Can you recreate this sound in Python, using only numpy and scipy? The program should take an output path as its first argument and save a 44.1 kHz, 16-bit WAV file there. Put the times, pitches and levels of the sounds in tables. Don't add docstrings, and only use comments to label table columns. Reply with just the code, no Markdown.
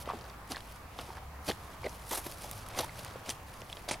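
import sys
import numpy as np
from scipy import signal
from scipy.fft import rfft, irfft
from scipy.io import wavfile
from scipy.ndimage import uniform_filter1d

SR = 44100
rng = np.random.default_rng(int(sys.argv[2]) if len(sys.argv) > 2 else 0)


def generate_wav(sig):
    pcm = np.round(np.clip(np.atleast_2d(sig).T, -1, 1) * 32767).astype(np.int16)
    wavfile.write(sys.argv[1], SR, pcm)


N = 176400

# (frequency [Hz], level [dB])
AIR_COLOUR = [(20, 2.5), (100, -8), (170, -2.5), (380, -7), (560, -5), (800, -1.5), (1150, -1.5),
              (1450, -6.5), (2000, -9.5), (2700, -14), (3500, -18.5), (6000, -22), (9000, -25.5),
              (11000, -24.5), (14500, -25.5), (16000, -28)]
# (frequency [Hz], correlation [0-1])
AIR_LIKENESS = [(30, .99), (120, 1), (300, 0.7), (1000, 0.75), (2500, 0.18), (6000, 0.15), (15000, 0.81)]
# (time [s], level [dB])
RUMBLE_LEVELS = [(0, -54), (1.0, -53), (2.0, -54.5), (2.6, -51.5), (2.9, -51), (3.401, -53.5), (4, -56)]
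# (frequency [Hz], level [dB])
RUMBLE_SPECTRUM = [(15, -29), (28, -7), (40, -5), (70, 2), (110, 1), (160, -7.5), (260, -17.5), (600, -49)]
# (time [s], pitch [Hz], level [dB])
HUM_GLIDE = [(0, 74.8, -51), (.12, 72.9, -57), (.35, 54.14, -55), (.6, 50.2, -58), (0.901, 61.25, -58),
             (1.2, 67.15, -49.5), (1.5, 71.2, -53), (1.9, 65.75, -53.5), (2.25, 46.3, -54.5),
             (2.8, 48.56, -57), (3.2, 46.24, -68), (4, 41.5, -56)]
# (time [s], half-width [s], pitch [Hz], level [dB])
DRONE_SWELLS = [(2.555, 0.081, 103.9, -49), (2.89, 0.056, 119.6, -56.5)]
# (time [s], rise [s], fall [s], litter [dB], twigs [dB], needles [dB])
WEIGHT_SHIFTS = [(.015, 0.016, 0.011, -76, -49.5, -45.5), (.06, 0.011, 0.042, -49.5, -58, -63),
                 (.095, 0.018, 0.0078, -44.5, -74, -72), (.155, 0.043, 0.043, -59, -54.5, -67),
                 (.285, 0.11, 0.055, -51, -68, -64), (.503, 0.021, 0.018, -58, -50.5, -53),
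                 (.56, 0.0081, 0.025, -51, -48, -70), (.70, 0.14, 0.086, -63, -58, -59.5),
                 (1.02, 0.057, 0.11, -50.5, -53, -56.5), (1.175, 0.0044, 0.0084, -43, -52, -74),
                 (1.48, 0.023, 0.043, -68, -49, -45.5), (1.66, 0.12, 0.17, -54, -63, -60.5),
                 (1.86, 0.027, 0.011, -48, -46, -59), (1.90, 0.064, 0.33, -62, -59, -56),
                 (2.098, 0.015, 0.032, -65, -58, -42), (2.248, 0.024, 0.042, -55, -49.5, -46.5),
                 (2.315, 0.029, 0.04, -66, -57, -47.5), (2.445, 0.048, 0.061, -56, -50.5, -49.5),
                 (2.565, 0.096, 0.053, -67, -54, -51.5), (2.77, 0.18, 0.12, -50.5, -52.5, -59),
                 (2.846, 0.0047, 0.017, -47, -67, -46.5), (2.99, 0.061, 0.057, -52, -50.5, -52.5),
                 (3.05, 0.012, 0.14, -50.5, -52, -61), (3.261, 0.0087, 0.012, -68, -47, -56),
                 (3.31, 0.04, 0.042, -52, -53.5, -52.5), (3.53, 0.1, 0.13, -60, -59.5, -61),
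                 (3.70, 0.11, 0.24, -74, -57, -60.5), (3.771, 0.0017, 0.0093, -47, -59, -75)]
# (time [s], level [dB], pitch [Hz], relative splinter level [dB])
TWIG_BREAKS = [(.058, -40, 3100, 3), (0.211, -40, 4570, -6), (.242, -42, 4800, -6),
               (0.299, -39.5, 4660, -14), (.5195, -24.5, 4950, -4), (.561, -30, 4250, -20),
               (.568, -25.5, 1690, -19), (.606, -36, 3980, 2), (.722, -41, 12000, 1.5),
               (.989, -29.5, 3620, -20), (.995, -30.5, 2850, -13), (1.17, -33, 1300, -5),
               (1.512, -24, 1760, -15), (1.518, -28, 3420, -1), (1.894, -35, 6000, -10),
               (2.111, -32, 10730, 6), (2.13, -27, 6200, -2), (2.175, -33, 10800, -9),
               (2.315, -40, 10030, 12), (2.322, -37, 4530, 2), (2.421, -37, 10500, 0),
               (2.513, -30, 12300, 6.5), (2.687, -33, 10250, -3), (2.7894, -20.5, 6010, 1),
               (2.808, -27, 10000, 0), (3.048, -38, 9070, 11), (3.2927, -26, 3130, -30),
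               (3.2935, -23.5, 5950, -3), (3.301, -24, 5900, -18), (3.3073, -26.5, 3335, -17),
               (3.618, -39.5, 3000, 5), (3.699, -33, 3000, -18), (3.728, -25, 3320, -20),
               (3.77, -32, 3170, -13), (3.8894, -28.5, 3360, 3), (3.912, -23, 2160, -10)]
# (time [s], length [s], level [dB], pitch [Hz])
RUBS = [(0.069, 0.025, -62, 2360), (0.546, 0.02, -47, 1786), (1.825, 0.051, -45.5, 2145),
        (2.826, 0.026, -44, 906), (2.884, 0.02, -52, 2085), (3.933, 0.019, -47.5, 2234)]
# (time [s], level [dB], pitch [Hz], ring T60 [s])
BUCKLES = [(0.0755, -27, 520, 0.0068), (0.089, -28, 1150, 0.02), (0.1, -23.5, 1025, 0.01),
           (.1045, -33, 683, 0.027), (.111, -30.5, 1150, 0.011), (.12, -30, 784, 0.0043),
           (0.135, -29.5, 720, 0.0043), (0.141, -34, 350, 0.013), (0.568, -29, 1060, 0.0036),
           (.989, -30.5, 895, 0.0049), (1.09, -40, 374, 0.035), (1.103, -35.5, 910, 0.023),
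           (1.18, -38, 1010, 0.013), (1.487, -23.5, 583, 0.011), (1.5, -21, 423, 0.011),
           (1.833, -33.5, 1000, 0.007), (1.843, -35, 462, 0.048), (1.8509, -26, 480, 0.016),
           (1.857, -36, 590, 0.017), (1.863, -26.5, 393, 0.017), (1.8685, -28, 600, 0.017),
           (2.445, -35, 810, 0.013), (2.789, -32, 550, 0.012), (2.803, -28, 590, 0.015),
           (2.831, -33, 890, 0.04), (3.157, -32, 487, 0.022), (3.621, -33.5, 537, 0.0039),
           (3.879, -33, 646, .015), (3.955, -37, 720, 0.022)]
# (time of full weight [s], rise [s], hold [s], fall [s],
# soil [dB], litter [dB], twigs [dB], needles [dB], fizz [dB])
FOOTFALLS = [(.136, 0.0018, .009, 0.013, -42, -55, -67, -72, -73),
             (0.508, 0.0054, 0.011, 0.0044, -43, -47, -55, -49, -53),
             (0.517, 0.0033, 0.0043, 0.014, -43.5, -41.5, -44, -46, -52),
             (0.99, .001, .003, 0.0083, -46.5, -42, -53, -64, -64),
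             (1.482, 0.0022, 0.0099, .004, -35.5, -41.5, -37, -51, -46),
             (1.495, .002, 0.0055, 0.0097, -38, -35.5, -35.5, -50, -53),
             (2.113, 0.0012, 0.0023, 0.0038, -42, -33, -50, -41, -46),
             (2.125, 0.0085, 0.014, .012, -65, -36.5, -45.5, -43.5, -39.5),
             (2.15, 0.0033, .006, 0.013, -56, -42, -45, -38.5, -40),
             (2.174, .002, .002, 0.018, -53, -37, -49, -39.5, -37.5),
             (2.263, 0.0016, .006, 0.0046, -44.5, -41, -61, -62, -46),
             (2.779, 0.014, 0.013, .004, -43, -40, -45, -44.5, -48.5),
             (2.788, .001, 0.0091, 0.0054, -41, -33.5, -36, -41, -46),
             (2.807, .002, 0.0033, 0.011, -45, -38, -39.5, -52, -44),
             (2.825, 0.0034, 0.014, .008, -58, -55, -50, -55, -58),
             (3.29, 0.0074, 0.0037, 0.0057, -44.5, -40.5, -54, -47, -53),
             (3.301, 0.0026, 0.0052, 0.0078, -55, -46.5, -41, -39.5, -48),
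             (3.888, 0.0024, 0.0052, 0.0099, -48, -39.5, -35.5, -42.5, -54),
             (3.9105, .0006, 0.0087, 0.0033, -36.5, -36, -47, -36, -62),
             (3.926, .005, 0.0082, 0.012, -47, -43, -43.5, -44, -66)]
# (frequency [Hz], bandwidth [Hz], level [dB])
SHAFT_MODES = [(335, 23, 0), (523, 15, -23), (844, 27, -6), (2060, 30, -14), (3380, 200, -18.5),
               (6000, 280, -16)]
# (frequency [Hz], level [dB])
SOIL_COLOUR = [(20, -34), (45, -7), (120, -12), (275, 3), (380, -5.5), (560, -10), (800, -4), (1500, -71),
               (4000, -48)]
LITTER_COLOUR = [(150, -20.5), (400, -1.5), (750, 1), (1150, -3), (1600, -7.5), (2300, -8), (4000, -15),
                 (9000, -26)]
STIRRED_TWIGS = [(600, 12), (1600, -12), (2300, 3), (3400, 2), (4700, 1.5), (6000, -3), (7500, -7),
                 (11000, -8), (16000, -35)]
CRUSHED_TWIGS = [(1300, -5.5), (2300, -3), (3400, 2.5), (4700, -0.5), (6000, -5), (8000, -15.5),
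                 (12000, -18)]
STIRRED_NEEDLES = [(2000, -7.5), (5500, -2), (7800, -4.5), (10000, 1), (11500, 0), (13000, -6), (14500, -6),
                   (16000, -16)]
CRUSHED_NEEDLES = [(2000, -16), (5500, -5.5), (7800, -5.5), (10000, -0.5), (11200, -14.5), (12200, -31),
                   (14000, -26)]
FIZZ_COLOUR = [(10000, 2.5), (11500, 5), (13000, 0), (14500, -6), (16000, -15)]

PAN_SPREAD, NEEDLE_PAN, FIZZ_PAN = 0.04, -0.025, -0.12


def amp(db):
    return 10 ** (np.asarray(db) / 20)


def unit(x):
    return x / np.sqrt(np.mean(x ** 2) + 1e-20)


def read(points, hz):
    f, value = np.transpose(points)
    return np.interp(np.log(hz + 1), np.log(f + 1), value)


def colour(x, points):
    return irfft(rfft(x) * amp(read(points, np.fft.rfftfreq(N, 1 / SR))), N)


def drift(n, hz):
    lowpass = np.exp(-(np.fft.rfftfreq(N, 1 / SR) / hz) ** 2)
    return unit(irfft(rfft(rng.standard_normal(N)) * lowpass, N))[:n]


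def panned(sound, pan):
    return sound * [[1 + pan], [1 - pan]]


def add(mix, start, sound, pan=0):
    part = mix[:, max(round(start * SR), 0):][:, :len(sound)]
    part += panned(sound[:part.shape[1]], pan)


def air(level_db=-50.5, patch_db=1.2, swell_db=.4):
    frames, hz = N // 256 + 5, np.fft.rfftfreq(1024, 1 / SR)
    a, b, c, d, patches = rng.standard_normal((5, frames, 513))
    patches = uniform_filter1d(patches, size=14, axis=0)
    patches = unit(uniform_filter1d(patches, size=10, axis=1))
    likeness = read(AIR_LIKENESS, hz)
    left = a + 1j * b
    right = likeness * left + np.sqrt(1 - likeness ** 2) * (c + 1j * d)
    spectra = np.array([left, right]) * amp(patch_db * patches)
    _, noise = signal.istft(spectra.swapaxes(1, 2), nperseg=1024, noverlap=768)
    wash = unit(colour(noise[:, :N], AIR_COLOUR))
    return amp(level_db + swell_db * drift(N, 1.7)) * wash


def rumble():
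    level_db = np.interp(np.arange(N) / SR, *np.transpose(RUMBLE_LEVELS))
    return amp(level_db) * unit(colour(rng.standard_normal(N), RUMBLE_SPECTRUM))


def hum(waver=0.0425, flutter_db=2):
    t = np.arange(N) / SR
    times, pitches, levels = np.transpose(HUM_GLIDE)
    glide_hz = np.interp(t, times, pitches) * (1 + waver * drift(N, 13.8))
    tone = unit(np.sin(2 * np.pi * np.cumsum(glide_hz) / SR))
    out = amp(np.interp(t, times, levels) + flutter_db * drift(N, 28)) * tone
    for time, width, hz, db in DRONE_SWELLS:
        phase = 2 * np.pi * np.cumsum(hz * (1 + waver * drift(N, 25))) / SR
        out += amp(db) * unit(np.sin(phase)) * np.exp(-((t - time) / width) ** 2)
    return out


def fractures(spectrum, per_s, cycles, spread_db, pitches=28, treble_scatter=0.42):
    out, t = np.zeros((2, N)), np.arange(1200) / SR
    for hz in np.geomspace(spectrum[0][0], spectrum[-1][0], pitches):
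        size = amp(spread_db * np.minimum(rng.exponential(1, N), 4)) * rng.choice([-1, 1], N)
        clicks = size * (rng.random(N) < per_s / pitches / SR)
        ring = unit(np.sin(2 * np.pi * hz * t) * np.exp(-t * hz / cycles)) * np.sqrt(hz)
        pan = PAN_SPREAD * np.sqrt(min(hz / 1000, 1)) * rng.uniform(-0.33, 1)
        pan += treble_scatter * min(hz / 12000, 1) ** 2 * rng.uniform(-1, 1)
        add(out, 0, signal.oaconvolve(clicks, ring)[:N], pan)
    out = colour(out, spectrum)
    local_power = abs(uniform_filter1d((out ** 2).mean(0), size=700))
    return out / np.sqrt(local_power + 1e-12)


def pressure(layer):
    t, power = np.arange(N) / SR, np.zeros(N)
    for time, rise, fall, *levels in WEIGHT_SHIFTS:
        fade = np.maximum((time - t) / rise, (t - time) / fall)
        power += (amp(levels[layer]) * np.exp(-fade)) ** 2
    return np.sqrt(power)


def rustles(clump_db=2.5, clump_hz=90):
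    litter = fractures(LITTER_COLOUR, per_s=2000, cycles=2.8, spread_db=-1) * pressure(0)
    twigs = fractures(STIRRED_TWIGS, per_s=3000, cycles=2.6, spread_db=-1) * pressure(1)
    needles = fractures(STIRRED_NEEDLES, per_s=12000, cycles=2, spread_db=2.7) * pressure(2)
    clumps = unit(amp(clump_db * drift(N, clump_hz)))
    return (litter + twigs + panned(needles, NEEDLE_PAN)) * clumps


def twig_snaps(t60_s=0.011, splinter_s=0.00098):
    out, t = np.zeros((2, N)), np.arange(1500) / SR
    for time, db, hz, splinter_db in TWIG_BREAKS:
        modes = sum(gain * np.sin(2 * np.pi * (hz * ratio * t + rng.random()))
                    for ratio, gain in [(.82, 0.28), (1, .65), (1.19, 0.26)])
        lowpass = signal.butter(2, min(1.6 * hz, 15000), fs=SR)
        noise = unit(signal.lfilter(*lowpass, rng.standard_normal(len(t))))
        splinters = .5 * noise * np.exp(-t / splinter_s)
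        snap = modes * amp(-60 * t / t60_s) + amp(splinter_db) * splinters
        add(out, time, amp(db) * snap, pan=PAN_SPREAD * rng.uniform(-1.3, 1))
    return out


def rubber_squeaks(jitter=.075, octave_db=-11, grip_db=8.8):
    out = np.zeros((2, N))
    for time, length, db, hz in RUBS:
        n = int(length * SR)
        phase = 2 * np.pi * np.cumsum(hz * (1 + jitter * drift(n, 780))) / SR
        tone = np.sin(phase) + amp(octave_db) * np.sin(2 * phase)
        grip = np.sqrt(np.hanning(n)) * amp(grip_db * drift(n, 156))
        add(out, time, amp(db) * unit(grip * tone))
    return out


def rubber_pops(rise_s=0.0011, overtone_ratio=2.36, overtone_db=-24, grit_db=-20.5, grit_s=0.014):
    out, t = np.zeros((2, N)), np.arange(2500) / SR
    for time, db, hz, t60 in BUCKLES:
        phase = 2 * np.pi * hz * t
        tone = np.sin(phase) + amp(overtone_db) * np.sin(overtone_ratio * phase)
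        envelope = (1 - np.exp(-(t / rise_s) ** 2)) * amp(-60 * t / t60)
        pop = tone * envelope / envelope.max()
        band = signal.butter(2, [hz / 2, 2 * hz], "band", fs=SR)
        grit = unit(signal.lfilter(*band, rng.standard_normal(len(t)))) * np.exp(-t / grit_s)
        add(out, time, amp(db) * (pop + amp(grit_db) * grit))
    return out


def tread(layer):
    t, power = np.arange(N) / SR, np.zeros(N)
    for time, rise, hold, fall, *levels in FOOTFALLS:
        fade = np.maximum((time - t) / rise, (t - time - hold) / fall).clip(min=0)
        power += (amp(levels[layer]) * np.exp(-fade)) ** 2
    return np.sqrt(power)


def boot_shaft(blow):
    return sum(amp(db) * signal.lfilter(*signal.iirpeak(hz, hz / width, fs=SR), blow)
               for hz, width, db in SHAFT_MODES)


def footfalls(direct_db=-0.5):
    soil = fractures(SOIL_COLOUR, per_s=2500, cycles=0.63, spread_db=2.5) * tread(0)
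    litter = fractures(LITTER_COLOUR, per_s=3400, cycles=1.15, spread_db=2.0) * tread(1)
    twigs = fractures(CRUSHED_TWIGS, per_s=4200, cycles=1.64, spread_db=-0.5) * tread(2)
    needles = fractures(CRUSHED_NEEDLES, per_s=6500, cycles=2.1, spread_db=2.5) * tread(3)
    fizz = fractures(FIZZ_COLOUR, per_s=7100, cycles=4.7, spread_db=6.5) * tread(4)
    blow = soil + litter + twigs
    treble = panned(needles, NEEDLE_PAN) + panned(fizz, FIZZ_PAN)
    return amp(direct_db) * blow + boot_shaft(blow) + treble


def woods(direct, near_db=-24.5, near_s=0.016, far_db=-21, far_t60_s=0.29):
    t = np.arange(SR // 2) / SR
    near, far = rng.standard_normal((2, 2, len(t))) * (rng.random((2, 2, len(t))) < .06)
    near *= np.exp(-t / near_s)
    far *= amp(-60 * t / far_t60_s) * (t > .006)
    echo = amp(near_db) * near / np.linalg.norm(near[0]) + amp(far_db) * far / np.linalg.norm(far[0])
    return direct + signal.fftconvolve(direct, echo, axes=1)[:, :N]


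def scene():
    close = footfalls() + rustles() + twig_snaps() + rubber_pops() + rubber_squeaks()
    lean_right = amp([[-.3], [.3]])
    return (woods(close) + air()) * lean_right + rumble() + hum()


def record(dry, edge_hz=15950):
    lowpass = signal.firwin(511, edge_hz, window=("kaiser", 9), fs=SR)
    return signal.oaconvolve(dry, lowpass[None], "same")


dry = scene()
out = record(dry)
generate_wav(out)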